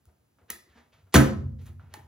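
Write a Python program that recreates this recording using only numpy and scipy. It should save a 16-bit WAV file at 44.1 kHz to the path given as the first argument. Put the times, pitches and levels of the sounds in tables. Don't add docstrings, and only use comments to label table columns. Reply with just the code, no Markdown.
import sys
import numpy as np
from scipy import signal
from scipy.fft import rfft, irfft
from scipy.io import wavfile

SR = 44100
rng = np.random.default_rng(int(sys.argv[2]) if len(sys.argv) > 2 else 0)


def wav_out(sig):
    wavfile.write(sys.argv[1], SR, np.round(np.clip(np.atleast_2d(sig).T, -1, 1) * 32767).astype(np.int16))


def undo_db(level):
    steps = np.asarray(level, float) / 20
    return 10 ** steps


N = 91375


def unit(x):
    return x / np.sqrt(np.mean(x ** 2) + 1e-20)


def at_hz(points, hz):
    points_hz, values = np.transpose(points)
    return np.interp(np.log(hz), np.log(points_hz), values)


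def cut(x, hz, kind, order=2):
    sos = signal.butter(order, min(hz, 0.45 * SR), kind, fs=SR, output="sos")
    return signal.sosfilt(sos, x)


def ring(push, hz, t60):
    radius = undo_db(-60 / (t60 * SR))
    turn = 2 * np.pi * hz / SR
    return signal.lfilter([0, np.sin(turn)], [1, -2 * radius * np.cos(turn), radius ** 2], push + 1e-18)


def click(s):
    return np.maximum(1 - np.abs(np.arange(N) - s * SR), 0)


def colour(x, spectrum):
    hz = np.maximum(np.arange(N // 2 + 1) * SR / N, 1)
    edge = np.minimum(hz / spectrum[0][0], 1) ** 2
    return unit(irfft(rfft(x) * undo_db(at_hz(spectrum, hz)) * edge, N))


def gritty(grit_db):
    grain = 22
    grain_db = grit_db * np.minimum(rng.exponential(1, N // grain + 1), 5)
    sizes = np.repeat(undo_db(grain_db), grain)[:N]
    return unit(sizes * rng.standard_normal(N))


def swell(start, rise, t60):
    t = np.arange(N) / SR - start
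    return np.clip(t / rise, 0, 1) ** 2 * undo_db(-60 * np.clip(t - rise, 0, 9) / t60)


def sides(mid, side, hz):
    # frequency in Hz, left-right likeness from 0 to 1.
    likeness = [(60, 0.98), (150, 0.97), (300, 0.38), (700, 0.083), (2000, 0.17), (6000, .1)]
    alike = np.clip(at_hz(likeness, hz), 0, 1)
    spread = np.sqrt(1 - alike) * side * [[1], [-1]]
    return (np.sqrt(1 + alike) * mid + spread) / np.sqrt(2)


def floor():
    # frequency in Hz, level in dB per Hz.
    tone = [(30, -15.5), (70, 3), (130, -3), (420, -13.5), (1500, -22.5), (3500, -29), (16000, -29.5)]
    hz = np.maximum(np.arange(N // 2 + 1) * SR / N, 1)
    mid, side = [rfft(colour(rng.standard_normal(N), tone)) for _ in range(2)]
    return undo_db(-70) * irfft(sides(mid, side, hz), N)


def rustles():
    # start in seconds, rise in seconds, fall t60 in seconds, level in dB, top in Hz.
    brushes = [(0.038, 0.057, 0.11, -67.5, 840), (0.385, 0.005, 0.25, -65, 1180),
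               (0.408, 0.0085, 0.2, -69.5, 576), (0.475, 0.024, 0.023, -55.5, 3030),
               (0.5025, 0.0059, 0.079, -45.5, 4480), (.63, 0.078, 0.66, -67.5, 3100),
               (0.742, 0.02, 0.25, -60.5, 1498), (0.751, 0.03, 0.22, -65, 3900),
               (0.919, 0.013, 0.24, -61.5, 3160), (0.971, 0.016, 0.32, -73.5, 2300),
               (1.061, 0.011, 0.14, -69.5, 1210), (1.579, 0.013, 0.31, -65.5, 3970),
               (1.585, 0.032, 0.41, -66, 15000), (1.645, 0.03, 0.15, -59.5, 2900),
               (1.648, 0.017, 0.14, -58, 15200), (1.793, 0.0046, 0.79, -63.5, 1517),
               (1.888, 0.062, 0.25, -56.5, 2510), (1.9382, 0.00097, 0.034, -42, 4560),
               (1.949, 0.017, 0.14, -66, 1084)]
    noise = cut(gritty(grit_db=1.2), 196, "high")
    out = 0
    for s, rise, t60, db, top_hz in brushes:
        out = out + undo_db(db) * swell(s, rise, t60) * unit(cut(noise, top_hz, "low"))
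    return out


def smacks():
    # time in seconds, crack level in dB, air pocket in Hz, pocket level in dB, pocket t60 in seconds.
    hits = [(0.055, -48, 1380, -61, 0.01), (0.3864, -75, 1290, -52, 0.007),
            (.923, -66, 3000, -59.5, 0.0044), (.931, -68, 3320, -60.5, .004), (.941, -62, 2500, -57, .004),
            (.5010, -31, 1870, -29.5, 0.02), (0.503, -22, 1224, -39, 0.03),
            (0.503, -28.5, 3000, -35.5, 0.011), (0.503, -28.5, 6520, -40, 0.013),
            (0.5047, -27, 5640, -44, 0.0086), (.508, -31, 1960, -39, 0.019),
            (.531, -49, 1982, -43.5, 0.075), (.5045, -30, 2042, -50, 0.16), (1.1417, -7, 1066, -15, 0.016),
            (1.1411, -13, 15000, -14.5, .004), (1.1515, -14.5, 14800, -18.5, .005),
            (1.151, -19.5, 3000, -22.5, 0.0052), (1.1576, -12, 1595, -1.5, 0.01),
            (1.158, -22, 6600, -14, 0.0055), (1.1629, -21, 6720, -11.5, 0.012),
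            (1.1624, -13, 3560, -9.5, 0.0073), (1.1670, -28, 516.7, -10.5, 0.047),
            (1.7962, -77, 1365, -46, 0.017), (1.9389, -33.5, 1840, -37.5, 0.017),
            (1.9395, -38, 3500, -43.5, 0.0059), (1.9400, -44.5, 4100, -36, 0.0061),
            (1.9405, -36.5, 1834, -39, 0.013), (1.9395, -49, 2650, -51, 0.0066),
            (1.9419, -49, 888, -38.5, 0.05), (1.949, -55, 860, -39.5, 0.032)]
    crack_s, crack_low_hz = 0.00098, 4650
    noise = cut(rng.standard_normal(N), crack_low_hz, "high")
    cracks, clicks, pockets = 0, 0, 0
    for s, crack_db, hz, pocket_db, t60 in hits:
        cracks = cracks + undo_db(crack_db) * noise * swell(s, crack_s / 10, 4 * crack_s)
        clicks = clicks + undo_db(crack_db + 12.5) * click(s)
        pockets = pockets + undo_db(pocket_db) * ring(click(s), hz, t60)
    far = cut(clicks, 3000, "high") + undo_db(-3) * pockets
    return cracks + pockets, cut(far, 600, "high")


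def thumps():
    # time in seconds, level in dB, frequency in Hz, t60 in seconds.
    knocks = [(.068, -42.5, 80, 0.078), (0.178, -69, 85, 0.22), (.42, -52, 90, 0.12),
              (.501, -44.5, 225, .07), (0.503, -52, 331.5, .06), (0.518, -44.5, 75, 0.065),
              (0.668, -64, 320, 0.17), (0.754, -66, 230.3, 0.3), (0.771, -57, 75, .2),
              (.935, -54.5, 100, .1), (.98, -57.5, 145.6, 0.22), (1.028, -48.5, 95, 0.18),
              (1.059, -57.5, 86, 0.072), (1.597, -56, 498, 0.071), (1.60, -54.5, 260, 0.2),
              (1.83, -46, 144, 0.2), (1.971, -47, 319.9, 0.06), (2.04, -44, 75, 0.038)]
    t = np.arange(N) / SR
    out = 0
    for s, db, hz, t60 in knocks:
        push = np.sin(np.pi * np.clip((t - s) * 2 * hz, 0, 1)) * 4 * hz / SR
        out = out + undo_db(db) * ring(push, hz, t60)
    return out


def rubs():
    # start in seconds, rise in seconds, fall t60 in seconds, level in dB, resonance in Hz.
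    strokes = [(.64, .03, 0.51, -71.5, 1990), (.09, 0.026, 0.1, -75, 600), (.10, 0.032, .15, -69, 199),
               (.52, 0.027, 0.29, -62, 338.6), (0.654, .015, 0.15, -67, 350),
               (.70, 0.034, 0.23, -70.5, 1770), (.745, 0.017, 0.19, -60.5, 234.5),
               (0.747, 0.015, 0.21, -79, 650), (.75, 0.023, .25, -68.5, 1200),
               (.755, 0.018, 0.18, -70, 1720), (.79, 0.017, .15, -69, 1910), (.81, 0.012, 0.14, -71, 350),
               (1.6, 0.049, .25, -50, 135), (1.37, 0.049, 0.39, -46, 240.5), (.67, 0.034, 0.13, -62, 70.5),
               (1.58, 0.026, .2, -62, 369.8), (1.67, .03, 0.19, -62.5, 350),
               (1.67, 0.024, 0.28, -59.5, 212.7), (1.80, 0.026, 0.46, -66, 267),
               (1.93, 0.019, 0.22, -58.5, 416), (1.939, 0.024, .2, -60.5, 220),
               (1.92, 0.021, 0.21, -61.5, 304), (1.97, 0.031, 0.49, -57.5, 130.5),
               (2.01, 0.016, .3, -67, 838)]
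    noise = rng.standard_normal(N)
    out = 0
    for s, rise, t60, db, hz in strokes:
        singing = unit(ring(noise, hz, 46 / hz))
        out = out + undo_db(db) * swell(s, rise, t60) * singing
    return out


def squelch():
    # frequency in Hz, level in dB per Hz.
    wet_spectrum = [(200, -3), (800, -19), (1650, -17), (2500, -23.5), (4000, -26), (7500, -27.5),
                    (11000, -32), (16000, -41.5)]
    air_start_s, first_contact_s, last_contact_s = 1.1244, 1.1425, 1.1628
    air_db, air_rise_db = -34.5, 24.5
    grit_level_db, grit_t60_s = -13.5, 0.1
    t = np.arange(N) / SR
    rising_db = air_db - air_rise_db * (first_contact_s - t) / (first_contact_s - air_start_s)
    rushing = (t > air_start_s) * (t < first_contact_s)
    breath = unit(cut(rng.standard_normal(N), 8000, "low", order=6))
    air = undo_db(np.minimum(rising_db, air_db)) * rushing * breath
    fall_db = -60 * np.maximum(t - last_contact_s, 0) / grit_t60_s
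    held = (t >= first_contact_s) * undo_db(grit_level_db + fall_db)
    return air + held * colour(gritty(grit_db=2.5), wet_spectrum)


def slam(modes):
    # start in seconds, level in dB, contact in seconds.
    pushes = [
        (1.143, -13, 0.0039),
        (1.158, -5, 0.0019),
        (1.171, -8, 0.0024),
        (1.187, -6.5, 0.003),
    ]
    t = np.arange(N) / SR
    shapes = []
    for s, db, contact_s in pushes:
        half_sine = np.sin(np.pi * np.clip((t - s) / contact_s, 0, 1))
        shapes.append(undo_db(db) * half_sine / (contact_s * SR))
    out = 0
    for k, (hz, db, t60) in enumerate(modes):
        drive = rng.uniform(0.6, 1.4, len(pushes)) @ np.array(shapes)
        mode = undo_db(db) * ring(drive, hz, t60)
        out = out + sides(mode, mode * (-1) ** k, hz)
    return out


def table_top():
    # mode in Hz, level in dB, t60 in seconds.
    top_modes = [(71, -10.5, 0.056), (89.5, -15, 0.98), (126.6, -11.5, 0.23), (135, -8, 0.31),
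                 (212.2, -9.5, 0.29), (236, -14, 0.28), (262, -12, 0.4), (292.9, -7.5, .3),
                 (342.6, -9, 0.28), (415, -10, 0.28), (515, -9, 0.17), (566, -10, 0.24), (690, -15, 0.16),
                 (950, -13, 0.13)]
    return slam(top_modes)


def frame():
    # mode in Hz, level in dB, t60 in seconds.
    frame_modes = [(55, -26.5, 1.1), (69.2, -27.5, 1.6), (76.9, -27, 1.3), (86, -25.5, 2.6),
                   (92.5, -28.5, 3.1), (98.7, -26.5, 2.5), (110, -35, 1.2), (124.6, -34, 1.5),
                   (131.95, -26.5, 1.5), (150.3, -35.5, 2.2), (179.4, -41, 0.9), (207.4, -28.5, 1),
                   (237, -33, 1.8), (350, -37, .7)]
    # time in seconds, level in dB.
    freedom = [
        (1.14, 6.5),
        (1.3, -1),
        (1.42, 2.5),
        (1.6, 1),
        (1.719, -1.5),
        (1.789, 1),
        (1.815, -6),
        (1.899, -1.5),
        (1.95, -5.5),
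        (2.07, -4.5),
    ]
    free_db = np.interp(np.arange(N) / SR, *np.transpose(freedom))
    return undo_db(free_db) * slam(frame_modes)


def studio(x):
    # frequency in Hz, t60 in seconds.
    room_t60 = [(60, 1), (150, 0.73), (300, 0.49), (700, 0.47), (2000, 0.36), (5000, 0.36), (12000, 0.25)]
    # frequency in Hz, level in dB.
    room_db = [(60, -6.5), (150, -6.5), (300, 0), (600, 3), (2000, -1), (4500, -6), (8000, -4),
               (14000, -2.5)]
    delay_s, build_s = 0.0029, 0.0056
    t = np.arange(SR) / SR
    white = rng.standard_normal((2, 2, SR))
    edges = 45 * 2 ** np.arange(0, 8.7, 0.5)
    tail = 0
    for k, (low, high) in enumerate(zip(edges, edges[1:])):
        band = signal.butter(2, [low, high], "band", fs=SR, output="sos")
        mid, side = signal.sosfilt(band, white[k % 2])
        hz = np.sqrt(low * high)
        t60 = at_hz(room_t60, hz)
        fall = undo_db(at_hz(room_db, hz) - 60 * t / t60)
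        even_energy = np.sqrt(2 * np.log(1000) / t60 / SR)
        tail = tail + fall * sides(mid, side, hz) * even_energy
    tail = tail * np.clip((t - delay_s) / build_s, 0, 1)
    return signal.fftconvolve(x[None], tail, axes=1)[:, :N]


def off_table(near):
    delay_s = 0.00032
    late = np.interp(np.arange(N) - delay_s * SR, np.arange(N), near)
    return undo_db(-13) * cut(late, 686, "high") * [[1], [-1]]


def scene():
    smack, smack_far = smacks()
    handling = thumps() + rustles() + rubs()
    wet = squelch()
    top = table_top()
    near = smack + wet + handling
    direct = undo_db(-1) * near + off_table(near)
    far = smack_far + wet + undo_db(-4) * handling + top.mean(axis=0)
    return direct + top + studio(far) + frame() + floor()


def roll_off(x):
    return signal.sosfilt(signal.butter(12, 16990, fs=SR, output="sos"), x)


def record(dry):
    port_from_hz, in_step_hz, lag_s, least_turn = 4400, 6300, 0.000213, 1.4
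    lift_hz, lift_db = 14900, 2
    peak = 1.05
    hz = np.arange(N // 2 + 1) * SR / N
    lift = undo_db(lift_db / (1 + (lift_hz / (hz + 1)) ** 10))
    left, right = rfft(dry) * lift
    share = 1 / (1 + (port_from_hz / (hz + 1)) ** 20)
    turn = np.maximum(2 * np.pi * (hz - in_step_hz) * lag_s, least_turn)
    right = np.sqrt(1 - share) * right + np.sqrt(share) * left * np.exp(1j * turn)
    x = cut(irfft(np.array([left, right]), N), 62, "high", order=4)
    rounded = peak * np.tanh(x / peak)
    top_cut = signal.cheby2(12, 70, 16900, fs=SR, output="sos")
    return roll_off(signal.sosfilt(top_cut, rounded))


dry = scene()
out = record(dry)
wav_out(out)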